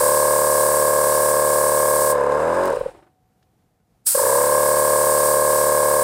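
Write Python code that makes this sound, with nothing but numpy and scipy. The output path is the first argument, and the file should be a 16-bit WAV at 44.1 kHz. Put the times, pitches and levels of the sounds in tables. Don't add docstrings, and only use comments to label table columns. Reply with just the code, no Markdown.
import sys
import numpy as np
from scipy import signal
from scipy.fft import rfft, irfft
from scipy.io import wavfile
from scipy.ndimage import uniform_filter1d

SR = 44100
rng = np.random.default_rng(int(sys.argv[2]) if len(sys.argv) > 2 else 0)


def unload_wav(signal):
    wavfile.write(
        sys.argv[1],
        SR,
        np.round(np.clip(np.atleast_2d(signal).T, -1, 1) * 32767).astype(np.int16),
    )


def how_loud(loudness_db):
    steps = np.asarray(loudness_db, float) / 20
    return 10 ** steps


N = 266187
T = np.arange(N) / SR

FIRST_ON_S, CUT_S, LAST_STROKE_S, REST_S, RESTART_S = -.28, 2.681, 2.9, 2.95, 4.146
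RATED_TURNS_PER_S, SLOW_TURNS_PER_S = 36.8, 25
SPIN_UP_S = .09


def coloured(points):
    hz, db = np.transpose(points)
    bins = np.fft.rfftfreq(N, 1 / SR) + 1
    gain = how_loud(np.interp(np.log(bins), np.log(hz), db, left=-90, right=-90))
    x = irfft(rfft(rng.standard_normal(N)) * gain, N)
    return x / np.std(x)


def walk(rate):
    k = int(SR / rate)
    return uniform_filter1d(np.repeat(rng.standard_normal(N // k + 1), k), k)[:N]


def ring(x, hz, width_hz):
    return signal.lfilter(*signal.iirpeak(hz, hz / width_hz, fs=SR), x)


def add(out, at_s, shape):
    i = int(at_s * SR)
    if 0 <= i < N:
        out[i:i + len(shape)] += shape[:N - i]


def swell(peak_s, db, rise, hold_s, fall):
    return db - rise * np.maximum(peak_s - T, 0) - fall * np.maximum(T - peak_s - hold_s, 0)


def since_on():
    return T - np.where(T < RESTART_S - .002, FIRST_ON_S, RESTART_S)


def ramp(start_s, span_s):
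    return np.clip((T - start_s) / span_s, 0, 1.2) * (T < REST_S + .5)


def pump(law, silent=None):
    gun_shut_s = 2.1
    state = [np.ones(N),
             np.minimum(ramp(gun_shut_s, .13), 1),
             np.minimum(ramp(gun_shut_s, .52), 1),
             ramp(CUT_S, .18),
             np.exp(-since_on() / .25),
             np.exp(-since_on() / SPIN_UP_S)]
    value = np.dot(law, state)
    if silent is not None:
        value = np.where((T > LAST_STROKE_S) & (T < RESTART_S - .002), silent, value)
    return uniform_filter1d(value, size=64)


def crank():
    # time in seconds, speed in turns per second.
    racing = [
        (2.09, 36.8),
        (2.21, 35.0),
        (2.35, 36.5),
        (2.5, 42.2),
        (2.646, 46.9),
        (2.69, 46.5),
    ]
    warm = .04 * np.sign(REST_S - T)
    driven = RATED_TURNS_PER_S + warm - 21 * np.exp(-since_on() / SPIN_UP_S)
    speed = np.where(T < racing[0][0], driven, np.interp(T, *np.transpose(racing)))
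    coasting = 14 + 32.5 * np.exp(-(T - CUT_S) / .092)
    speed = np.where(T < CUT_S, speed, coasting)
    before, after = np.cumsum(speed) / SR, np.cumsum(driven) / SR
    before = before - np.interp(CUT_S, T, before)
    parked = np.interp(REST_S, T, before)
    resting = np.interp(T, [REST_S, RESTART_S], [parked, np.ceil(parked)])
    after = np.ceil(parked) + after - np.interp(RESTART_S, T, after)
    return np.where(T < REST_S, before, np.where(T < RESTART_S, resting, after))


def reeds(turns, table, level_db, slowest):
    second_law = (0, -3, 2.5, -15.5, -2.5, 0)
    open_law = (0.98, -0.058, -.2, 0.73, 0.13, 0.41)
    pitch_law = (1, -0.032, -0.0072, -0.029, 0, 0)
    slap_law = (0.5, -3.5, -0.5, -12.5, -2.5, -3)
    unrest_law = (1, 8.5, 1.5, 2.5, 5.5, 1)
    second_db, open_share, pitch = pump(second_law), pump(open_law), pump(pitch_law)
    slap_db, unrest_db = pump(slap_law), pump(unrest_law)
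    out = np.zeros(N)
    count = np.arange(np.ceil(turns[0]) - 1, turns[-1])
    speed = np.maximum(uniform_filter1d(np.gradient(turns) * SR, size=900), slowest)
    for angle, hz, open_ms, db, octave_db, twelfth_db, glide in table:
        dead_centre = round(2 * angle) / 2
        passing = np.interp(count + dead_centre, turns, T, left=-1, right=-1)
        starts = passing + (angle - dead_centre) / np.interp(passing, T, speed)
        for start, (size, drift) in zip(starts, rng.standard_normal((len(count), 2))):
            i = int(np.clip(start * SR, 0, N - 1))
            length = open_ms / 1000 * np.clip(open_share[i], .3, 2)
            t = (np.arange(int(length * SR)) + i + 1) / SR - start
            unrest = how_loud(unrest_db[i] / 2)
            stroke_hz = hz * pitch[i] * (1 + 0.0028 * unrest * drift)
            phase = 2 * np.pi * stroke_hz * t * (1 + glide * t / length)
            wave = np.cos(phase)
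            wave = wave + how_loud(octave_db + slap_db[i]) * np.cos(2 * phase)
            wave = wave + how_loud(twelfth_db + slap_db[i]) * np.cos(3 * phase)
            other_db = second_db[i] * (dead_centre == .5)
            stroke_db = db + level_db[i] + other_db + 0.51 * unrest * size
            add(out, start + 1 / SR, -how_loud(stroke_db) * np.sin(np.pi * t / length) ** 2 * wave)
    return out


def stroke_levels():
    # steady dB, then its change for each state in pump(); the outlet is relative to the intake.
    intake_law = (-0.34, 0.8, 0.65, -3, 2.5, -1)
    outlet_law = (-0.6, -1.5, -0.5, -18, 1.5, -5.5)
    intake_db = pump(intake_law, silent=-100)
    return intake_db, intake_db + pump(outlet_law)


def valves(turns, intake_db, outlet_db):
    # crank angle in turns, flutter in Hz, open time in ms, level in dB, octave in dB, twelfth in dB,
    # glide as a share of the pitch. 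First intake reeds, then outlet reeds, then air columns.
    intake_reeds = [(0, 556, 10.6, -12.4, -8, -13, -.021), (.473, 471, 11.5, -12.9, -9, -15, .15),
                    (.416, 546, 7.1, -15.4, -12, -20, -.111), (.732, 575, 6.8, -21.2, -5, -45, .004)]
    outlet_reeds = [(.817, 1066, 9.7, -15.6, -26, -45, -.083), (.763, 1843, 4.1, -26.9, -45, -45, -.15),
                    (.902, 1988, 12.2, -38.8, -45, -45, .088), (.483, 1944, 15, -33.9, -45, -45, -.123),
                    (.03, 2180, 12, -46, -45, -45, 0), (.55, 2250, 9, -45, -45, -45, 0),
                    (.6, 1400, 7, -37, -45, -45, 0)]
    air_columns = [(.813, 408, 13.2, -19.8, -9, -18, .128), (.289, 748, 4.6, -20.8, -16, -45, .093)]
    # steady dB, then its change for each state in pump().
    thump_law = (1, 0, 2, -9, -8.5, -3.5)
    # pitch in Hz, width in Hz, level in dB.
    casing = [(520, 63, -13), (1019, 130, -11), (1650, 82, -6), (350, 25, -13.5)]
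    out = reeds(turns, intake_reeds, intake_db - 0.58, RATED_TURNS_PER_S)
    out = out + reeds(turns, outlet_reeds, outlet_db, SLOW_TURNS_PER_S)
    out = out + reeds(turns, air_columns, outlet_db + pump(thump_law), SLOW_TURNS_PER_S)
    return out + sum(how_loud(db) * ring(out, hz, width) for hz, width, db in casing)


def pistons(turns):
    # multiple of the turning rate, level in dB.
    multiples = [(1, -31), (2, 2), (3, -16), (4, 1), (5, -11), (6, -3), (7, -10.5), (8, -6), (9, -18)]
    # steady dB, then its change for each state in pump().
    shake_law = (-37.5, -1, 3.5, -23, -0.5, -14.5)
    sway_law = (-74, -6, 32.5, -9.5, 13, -0.5)
    smooth = uniform_filter1d(turns, size=1500)
    shake = sum(how_loud(db) * np.sin(2 * np.pi * k * smooth) for k, db in multiples[1:])
    shake = shake - .8 * ring(shake, 97, 30)
    shake_tone = signal.lfilter(*signal.butter(2, 62, "high", fs=SR), shake) / np.std(shake)
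    sway = how_loud(pump(sway_law, silent=-100)) * np.sin(2 * np.pi * smooth)
    return how_loud(pump(shake_law, silent=-100)) * shake_tone + sway


def air_churn(turns, outlet_db):
    # pitch in Hz, level in dB per Hz.
    churn_colour = [(60, -25.5), (250, -19.5), (400, -14.5), (520, -7.5), (750, -4.5), (1050, -1.5),
                    (1300, -5.5), (1500, -10.5), (1650, -11), (1900, -18.5), (2300, -21.5), (3000, -28.5),
                    (4000, -60.5)]
    # steady dB, then its change for each state in pump().
    rise_law = (1, 8, 2.5, 4.5, 2, 0)
    twice_a_turn = 1 + 0.21 * np.cos(4 * np.pi * turns - 1.5)
    return how_loud(outlet_db - 39 + pump(rise_law)) * twice_a_turn * coloured(churn_colour)


def puff(turns):
    return 1 + 1.5 * np.exp(-((turns + .1) % 1) / .05)


def brush_whir(turns):
    # pitch in Hz, level in dB per Hz.
    whir_colour = [(1350, -22), (2300, -9), (2660, -4.5), (3250, -10.5), (3640, -4), (4560, -9.5),
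                   (4990, -1.5), (5580, -10), (8630, -1), (9510, -8.5), (10500, -7.5), (12100, -14),
                   (15800, -22.5)]
    whir_law = (-46, -2, 3.5, -0.5, 0, -2)
    powered = (T < CUT_S) | (T > RESTART_S)
    return how_loud(pump(whir_law) + 1.475 * walk(30)) * powered * puff(turns) * coloured(whir_colour)


def labour(turns):
    # crank angle in turns, pitch in Hz, length in ms, level in dB, octave in dB, twelfth in dB,
    # glide as a share of the pitch.
    dead_centres = [(0, 185, 9, -36, -12, -45, 0), (.5, 200, 8, -41, -12, -45, 0)]
    labour_law = (-25, 6, 5.5, 16, 10.5, 13.5)
    return reeds(turns, dead_centres, pump(labour_law, silent=-100), SLOW_TURNS_PER_S)


def air_gun():
    # pitch in Hz, level in dB per Hz.
    jet_colour = [(1530, -46), (2600, -24), (2890, -27), (3570, -23.5), (4940, -12.5), (6240, -14),
                  (7210, -9.5), (7890, -3), (8320, 0.5), (9110, -2), (9890, -2.5), (10400, -5.5),
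                  (11800, -9), (14700, -7.5), (15800, -13)]
    roar_colour = [(88, -54.5), (150, -23.5), (623, -12.5), (898, -7.5), (981, -5), (1070, -14.5),
                   (1370, -3), (2820, -17.5), (5000, -8.5), (6500, -30.5), (11000, -120)]
    # opens in seconds, shuts in seconds, jet level in dB, roar minus jet in dB.
    blows = [
        (-.3, 2.115, -23, -20),
        (4.069, 6.2, -23, -19.5),
    ]
    flicker_db = 0.65 * walk(6) + 0.43 * walk(60)
    jet, roar = coloured(jet_colour), coloured(roar_colour)
    out = np.zeros(N)
    for opens, shuts, db, roar_db in blows:
        since = np.maximum(T - opens, 0)
        burst = np.exp(-since / .06)
        jet_db = swell(opens, db, 2600, shuts - opens, 699.5)
        jet_db = jet_db - 0.47 * since + 9.5 * burst
        out = out + how_loud(jet_db + flicker_db) * (jet + how_loud(roar_db - 7.5 * burst) * roar)
    return out


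def room(near):
    t = T[:12000]
    tail = rng.standard_normal(len(t)) * how_loud(-60 * t / 0.15) * (t > .004)
    wet = signal.fftconvolve(near, tail / np.sqrt(np.sum(tail ** 2)))[:N]
    return how_loud(-13.5) * wet


def shop_quiet():
    # pitch in Hz, level in dB per Hz.
    shop_colour = [(24, -36), (40, -12.5), (69, -15), (86, -10), (145, -9.5), (173, -12), (401, -23.5),
                   (490, -20), (554, -27.5), (746, -20.5), (933, -29.5), (3070, -41), (15000, -43.5)]
    return how_loud(-64 + 1.2 * walk(9)) * coloured(shop_colour)


def ticks():
    # time in seconds, peak level in dB, pitch in Hz.
    clicks = [(2.655, -31, 11000), (2.68, -36, 9000), (2.70, -37, 9000), (2.725, -39, 7000),
              (2.757, -41, 9000), (2.795, -46, 12000), (2.95, -59, 1800), (2.988, -56, 2000),
              (3.03, -60, 1800), (3.067, -62, 1600), (3.426, -52, 1400), (3.429, -57, 3800),
              (3.62, -62, 1200), (3.66, -63, 1300), (3.8, -62, 1500)]
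    out, t = np.zeros(N), T[:4000]
    for s, db, hz in clicks:
        click = ring(ring(rng.standard_normal(len(t)), hz, .9 * hz), hz, .9 * hz)
        add(out, s, how_loud(db + 3 - 60 * t / .03) * click)
    return out


def bleed(turns):
    bleed_swell = (2.66, -45.5, 200, .09, 118)
    # pitch in Hz, level in dB per Hz.
    bleed_colour = [(1470, -32), (2500, -1), (3130, -5.5), (3460, -9.5), (3820, -3.5), (4600, -8.5),
                    (5200, -4.5), (6120, -15), (9000, -4), (10700, -17), (15800, -25)]
    return how_loud(swell(*bleed_swell) + 1.5 * walk(30)) * coloured(bleed_colour) * puff(turns)


def settling():
    # peak time in seconds, peak dB, rise in dB per second, hold in seconds, fall in dB per second.
    rumble_swell = (2.8, -42.5, 500, .08, 125)
    lurch_swell = (2.81, -44, 150, .03, 170)
    # pitch in Hz, level in dB per Hz.
    rumble_colour = [(35, -31), (60, -2.5), (219, -14), (347, -2), (458, -6.5), (835, -3.5), (1210, -17.5),
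                     (1520, -15), (5820, -36.5), (8420, -30.5), (15000, -47)]
    # time in seconds, peak level in dB, pitch in Hz, time to fade by 60 dB in seconds.
    knocks = [
        (2.9, -48, 520, .12),
        (2.946, -40, 357, .07),
        (2.985, -42.5, 402, 0.063),
        (3.024, -42, 350, 0.087),
        (3.065, -48, 347, 0.098),
        (3.8, -63, 450, .05),
    ]
    out, t = np.zeros(N), T[:4000]
    for s, db, hz, t60 in knocks:
        rattle = ring(ring(rng.standard_normal(len(t)), 730, 800), 790, 900)
        thud = 0.79 * np.sin(2 * np.pi * hz * t) + 2.7 * rattle
        add(out, s, how_loud(db - 60 * t / t60) * (1 - np.exp(-t / 0.00166)) * thud)
    lurch = how_loud(swell(*lurch_swell)) * np.sin(2 * np.pi * 45 * T)
    rumble = how_loud(swell(*rumble_swell) + 1.5 * walk(28.1)) * coloured(rumble_colour)
    return out + lurch + rumble


def tank_shell():
    level_db = -68 - 60 * (T - 3) / 3.4 + 3.8 * walk(6.8)
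    return how_loud(level_db) * (T > REST_S) * (T < 4.1) * np.sin(2 * np.pi * 744 * T)


def scene():
    turns = crank()
    intake_db, outlet_db = stroke_levels()
    compressor = valves(turns, intake_db, outlet_db) + pistons(turns) + air_churn(turns, outlet_db)
    compressor = compressor + brush_whir(turns) + bleed(turns)
    near = compressor + air_gun() + ticks() + settling() + tank_shell()
    return (near + room(near) + shop_quiet() + labour(turns))[None]


def roll_off(x):
    return signal.sosfilt(signal.butter(12, 16380, fs=SR, output="sos"), x)


def record(dry):
    return roll_off(dry)


dry = scene()
out = record(dry)
unload_wav(out)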